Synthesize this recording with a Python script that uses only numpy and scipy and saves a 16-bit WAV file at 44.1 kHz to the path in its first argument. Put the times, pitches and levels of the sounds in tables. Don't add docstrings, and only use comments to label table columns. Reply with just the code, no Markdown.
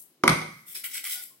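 import sys
import numpy as np
from scipy import signal
from scipy.fft import rfft, irfft, next_fast_len
from scipy.io import wavfile
from scipy.ndimage import map_coordinates

SR = 44100
rng = np.random.default_rng(int(sys.argv[2]) if len(sys.argv) > 2 else 0)


def waveform_to_disk(signal):
    frames = np.transpose(np.atleast_2d(signal))
    scaled = np.clip(frames, -1, 1) * 32767
    samples = np.round(scaled).astype(np.int16)
    wavfile.write(sys.argv[1], SR, samples)


N = 61739

# (t/s, ring level/dB, drive low cut/Hz, drive high cut/Hz,
# crack level/dB, crack decay/s, crack high cut/Hz, boom level/dB)
BLOWS = [(0.2363, -6.5, 313, 1360, -21, 0.0029, 7960, -30),
         (0.2775, -1.5, 1330, 3500, -12, 0.0019, 13150, -29),
         (.2905, -18.5, 338, 2500, -18, 0.0031, 6130, -28),
         (0.2966, -18.5, 294.3, 950, -21, 0.0019, 18000, -9),
         (0.331, -26.5, 920, 3500, -30.5, 0.0018, 8020, -48),
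         (0.414, -29.5, 197, 550, -29.5, 0.0041, 3000, -50)]
SHEET_MODES = [(238, -5, .06), (316, -8.5, 0.07), (347.4, -7, 0.074), (375, -18, 0.1), (547, -7.5, .035),
               (795, -10, 0.031), (972.7, -12, 0.098), (1190, 5.5, 0.016), (1281, 8, 0.014),
               (1439, -1.5, 0.02), (2105, 2.5, 0.019), (2187, 3, 0.019), (2305, -8, .03)]
BOOM_MODES = [(73.4, -14.5, 0.076), (128, -14, 0.11), (164.4, 4, 0.049), (255, 0.5, 0.039)]
MODE_PAN = [(300, 0), (1250, -1), (2100, -1.5)]
CRACK_EQ = [(100, 1), (900, 4.5), (2200, -17), (2900, -0.5), (4500, 3), (6400, -1.5), (7300, -7.5),
            (10500, -0.5), (14000, -10), (15600, -21.5)]
# (t/s, attack/s, hold/s, hiss level/dB, rasp level/dB, blade pitch/Hz,
# sheet level/dB, hiss left over right/dB)
TROWEL_STROKES = [(-.03, 0.01, 0.025, -41, -74, 6500, -83, 6.5),
                  (0.014, 0.0061, 0.0083, -52, -73, 4600, -92, 8),
                  (0.502, 0.0084, 0.12, -63.5, -78, 5330, -92, 11),
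                  (0.655, 0.036, 0.043, -42, -56, 5440, -61, 4.5),
                  (0.744, 0.0092, .015, -33.5, -39, 3920, -74, 4),
                  (0.768, 0.0049, 0.036, -47, -56, 4000, -60.5, 9),
                  (0.8355, 0.0069, 0.018, -31, -45, 3310, -40, 5.5),
                  (0.894, .03, 0.028, -39, -45.5, 5500, -52, 4),
                  (0.934, 0.026, .022, -33.5, -42.5, 5170, -42.5, 4.5),
                  (1.035, .004, .007, -39.5, -48.5, 3170, -43.5, 5.5),
                  (1.049, 0.0043, 0.021, -33, -42.5, 2870, -40, 3),
                  (1.076, 0.029, 0.048, -31.5, -39.5, 3780, -48.5, 2.5),
                  (1.169, .01, 0.028, -43, -50, 4830, -55.5, 2),
                  (1.211, 0.014, 0.0095, -40.5, -57.5, 3400, -62, 8.5),
                  (1.252, 0.0058, 0.032, -56.5, -71.5, 3400, -85, 5.5)]
HISS_EQ = [(1000, -66), (4000, -18), (6800, -11.5), (7800, -1), (9300, -1.5), (10300, 0.5), (11800, 3),
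           (13200, 0), (14200, -10.5), (15400, -2)]
RASP_EQ = [(100, -42), (300, -24.5), (1000, -18), (1800, -5), (2700, -1), (3300, 4), (4300, 0.5), (5400, 5),
           (6600, -6.5), (9000, -12)]
SCRAPED_MODES = [(1413, 107, -5), (1626, 170, -8.5), (1988, 89, 3), (2228, 120, 4.5), (3120, 290, -5.5)]
COARSE_GRAINS = [(0.709, -47, -53), (0.7515, -32.5, -39), (0.8417, -35.5, -26), (0.8474, -37, -31.5),
                 (0.8607, -33.5, -53), (0.953, -36, -31), (0.9687, -31.5, -52), (.978, -37.5, -30),
                 (1.0411, -23.5, -35), (1.0667, -39.5, -38), (1.109, -34.5, -32), (1.236, -29.5, -38.5)]
SQUEAK_TONES = [(0.196, 0.031, 365, -59), (.745, 0.05, 379, -62), (1.032, .02, 797, -60),
                (1.056, .03, 1230, -52), (1.15, 0.051, 767, -59.5), (1.117, 0.12, 1442, -54),
                (1.302, 0.033, 1072, -65.5)]
MORTAR_SHOVES = [(0.839, 0.027, 86, -80), (0.949, 0.059, 305, -64.5)]
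REVERB_DECAY = [(100, 0.8), (300, 0.34), (700, 0.4), (1250, 0.58), (1750, 0.57), (2150, 0.62), (2800, 0.52),
                (5000, 0.65), (10000, 0.6), (16000, 0.65)]
REVERB_EQ = [(60, -18), (170, 1.5), (300, -5), (450, 3), (800, 0), (1300, -6), (2200, -3), (4000, -4),
             (8000, -3.5), (15000, -5)]
STEREO_LIKENESS = [(100, .99), (400, .88), (800, 0.22), (1400, .15), (5000, 0.01)]
AIR_EQ = [(30, -21), (75, -25), (140, 0.5), (260, 0.5), (600, -6), (1400, -13), (4000, -12), (15000, -24.5)]

RING_RISE_S, BOOM_RISE_S, RING_LAG_S, LEFT_LEADS_S = 0.002, 0.0059, 0.0007, 0.00011
RELEASE_S, GRAINS_PER_S, GRAIN_SPREAD_DB, JUDDER_DB, JUDDER_PER_S = 0.012, 6900, 2, 1, 170
BLADE_PEAK_DB, BLADE_WIDTH_HZ, BLADE_RIPPLE_DB, RIPPLE_STEP_HZ = 4.5, 380, 4, 220
TROWEL_DB, RASP_PAN_DB, SHEET_PAN_DB = -0.5, -2, -2.9
TICK_S, CRUNCH_TOP_HZ = 0.0014, 3830
SQUEAK_WAVER_HZ, SHOVE_WIDTH_OCT = 32, 0.39
PREDELAY_S, EARLY_DB, EARLY_S, AIR_DB = 0.0091, 4.5, 0.05, -68
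LOW_CUT_HZ, TOP_HZ = 75, 15850


def tray_knocks():
    out = np.zeros((2, N))
    for s, ring_db, low_hz, high_hz, crack_db, crack_s, crack_hz, boom_db in BLOWS:
        drive = lambda hz: rolloff(low_hz / hz) * rolloff(hz / high_hz)
        ring = amp(ring_db) * struck_modes(SHEET_MODES, s + RING_LAG_S, RING_RISE_S, drive)
        boom = amp(boom_db) * struck_modes(BOOM_MODES, s, BOOM_RISE_S)
        crack = filtered(grit_crack(s, crack_s, CRACK_EQ), lambda hz: rolloff(hz / crack_hz))
        out += in_room(ring, wet_db=-1) + in_room(boom, wet_db=-4.5)
        out += in_room(amp(crack_db) * crack, wet_db=-2.5)
    return out


def struck_modes(modes, s, rise_s, drive=lambda hz: 1):
    t = np.array([since(s), since(s + LEFT_LEADS_S)])
    out = np.zeros((2, N))
    for hz, db, t60 in modes:
        gain = drive(hz) * amp(db + rng.normal(0, 1)) * pan(along(MODE_PAN, hz))
        out += gain * amp(-60 * t / t60) * np.sin(2 * np.pi * hz * t)
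    return out * (1 - np.exp(-t / rise_s))


def grit_crack(s, decay_s, eq):
    age = since(s) / decay_s
    envelope = 2 * np.sqrt(age) * np.exp(-age ** 0.84)
    return envelope * steel_colour(coloured(rng.standard_normal((2, N)), eq), ripple_db=3.5)


def trowel_strokes():
    hiss, rasp = coloured(sand_grains(), HISS_EQ), coloured(sand_grains(), RASP_EQ)
    sheet = unit(filtered(sand_grains()[0], sheet_response)) * pan(SHEET_PAN_DB)
    judder = amp(JUDDER_DB * wobble(JUDDER_PER_S))
    out = np.zeros((2, N))
    for s, attack_s, hold_s, hiss_db, rasp_db, blade_hz, sheet_db, pan_db in TROWEL_STROKES:
        push = np.minimum(since(s) / attack_s, 1) * np.exp(-since(s + attack_s + hold_s) / RELEASE_S)
        blade_peak = lambda hz: amp(BLADE_PEAK_DB / (1 + ((hz - blade_hz) / BLADE_WIDTH_HZ) ** 2))
        singing = filtered(rasp, blade_peak)
        top = amp(hiss_db) * pan(pan_db) * steel_colour(hiss, BLADE_RIPPLE_DB)
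        mids = amp(rasp_db) * pan(RASP_PAN_DB) * steel_colour(singing, BLADE_RIPPLE_DB)
        out += push * judder * (top + mids + amp(sheet_db) * sheet)
    return out


def sand_grains():
    hits = rng.random((2, N)) < GRAINS_PER_S / SR
    return hits * rng.standard_normal((2, N)) * amp(GRAIN_SPREAD_DB * rng.standard_normal(N))


def sheet_response(hz):
    return sum((-1) ** k * amp(db) * 1j * hz * width / (centre ** 2 - hz ** 2 + 1j * hz * width)
               for k, (centre, width, db) in enumerate(SCRAPED_MODES))


def steel_colour(x, ripple_db):
    peaks = rng.standard_normal(1000)
    ripple = lambda hz: amp(ripple_db * map_coordinates(peaks, [hz / RIPPLE_STEP_HZ], mode="mirror"))
    return unit(filtered(x, ripple))


def grain_ticks():
    clicks = sum(amp(db) * grit_crack(s, TICK_S, HISS_EQ) for s, db, _ in COARSE_GRAINS)
    crunch = sum(amp(db) * grit_crack(s, TICK_S, RASP_EQ) for s, _, db in COARSE_GRAINS)
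    return clicks + filtered(crunch, lambda hz: rolloff(hz / CRUNCH_TOP_HZ, order=4))


def squeaks():
    out = np.zeros(N)
    for s, length_s, hz, db in SQUEAK_TONES:
        pitch = hz + SQUEAK_WAVER_HZ * wobble(per_s=220)
        out += amp(db) * np.sin(2 * np.pi * np.cumsum(pitch) / SR) * swell(s, length_s)
    return out


def mortar_shoves():
    out = np.zeros(N)
    for s, length_s, centre_hz, db in MORTAR_SHOVES:
        band = lambda hz: np.exp(-0.5 * (np.log2((hz + 1) / centre_hz) / SHOVE_WIDTH_OCT) ** 2)
        out += amp(db) * unit(filtered(rng.standard_normal(N), band)) * swell(s, length_s)
    return out


def in_room(x, wet_db, tail_share=1):
    hz, t, bands = signal.stft(diffuse_noise(), SR, nperseg=256)
    t60 = np.maximum(tail_share * along(REVERB_DECAY, hz), 0.05)[:, None]
    fade = amp(-60 * t / t60 + along(REVERB_EQ, hz)[:, None])
    fade *= np.sqrt(np.log(1e6) / (t60 * SR))
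    tail = signal.istft(bands * fade, SR, nperseg=256)[1][:, :N]
    age = since(PREDELAY_S)
    tail *= (1 - np.exp(-age / 0.0023)) * amp(EARLY_DB * np.exp(-age / EARLY_S))
    return x + amp(wet_db) * signal.fftconvolve(x, tail, axes=1)[:, :N]


def room_air():
    return amp(AIR_DB) * coloured(diffuse_noise(), AIR_EQ)


def diffuse_noise():
    def mid_side(hz):
        angle = np.arccos(np.clip(along(STEREO_LIKENESS, hz), -1, 1)) / 2
        return np.array([np.cos(angle), np.sin(angle)])
    mid, side = filtered(rng.standard_normal((2, N)), mid_side)
    return np.array([mid + side, mid - side])


def amp(db):
    return 10 ** (np.asarray(db) / 20)


def unit(x):
    return x / np.sqrt(np.mean(x ** 2) + 1e-20)


def along(points, hz):
    f, values = np.transpose(points)
    return np.interp(np.log(hz + 1), np.log(f + 1), values)


def since(s):
    return np.maximum(np.arange(N) / SR - s, 0)


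def swell(s, length_s):
    return np.sin(np.pi * np.minimum(since(s) / length_s, 1))


def wobble(per_s):
    return np.interp(since(0) * per_s, np.arange(N), rng.standard_normal(N))


def pan(db):
    return amp(np.array([[db], [-db]]) / 2)


def rolloff(ratio, order=2):
    return 1 / np.sqrt(1 + ratio ** (2 * order))


def filtered(x, response):
    size = next_fast_len(N + SR // 2)
    return irfft(rfft(x, size) * response(np.fft.rfftfreq(size, 1 / SR)), size)[..., :N]


def coloured(x, eq):
    return unit(filtered(x, lambda hz: amp(along(eq, hz))))


def scene():
    knocks = tray_knocks()
    mixing = amp(TROWEL_DB) * (trowel_strokes() + grain_ticks()) + squeaks() + mortar_shoves()
    return knocks + in_room(mixing, wet_db=-2.5, tail_share=0.72) + room_air()


def record(dry):
    thin = signal.sosfilt(signal.butter(2, LOW_CUT_HZ, "highpass", fs=SR, output="sos"), dry)
    rounded = thin / (1 + np.abs(thin / 0.9) ** 6) ** (1 / 6)
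    return filtered(rounded, lambda hz: hz < TOP_HZ)


dry = scene()
out = record(dry)
waveform_to_disk(out)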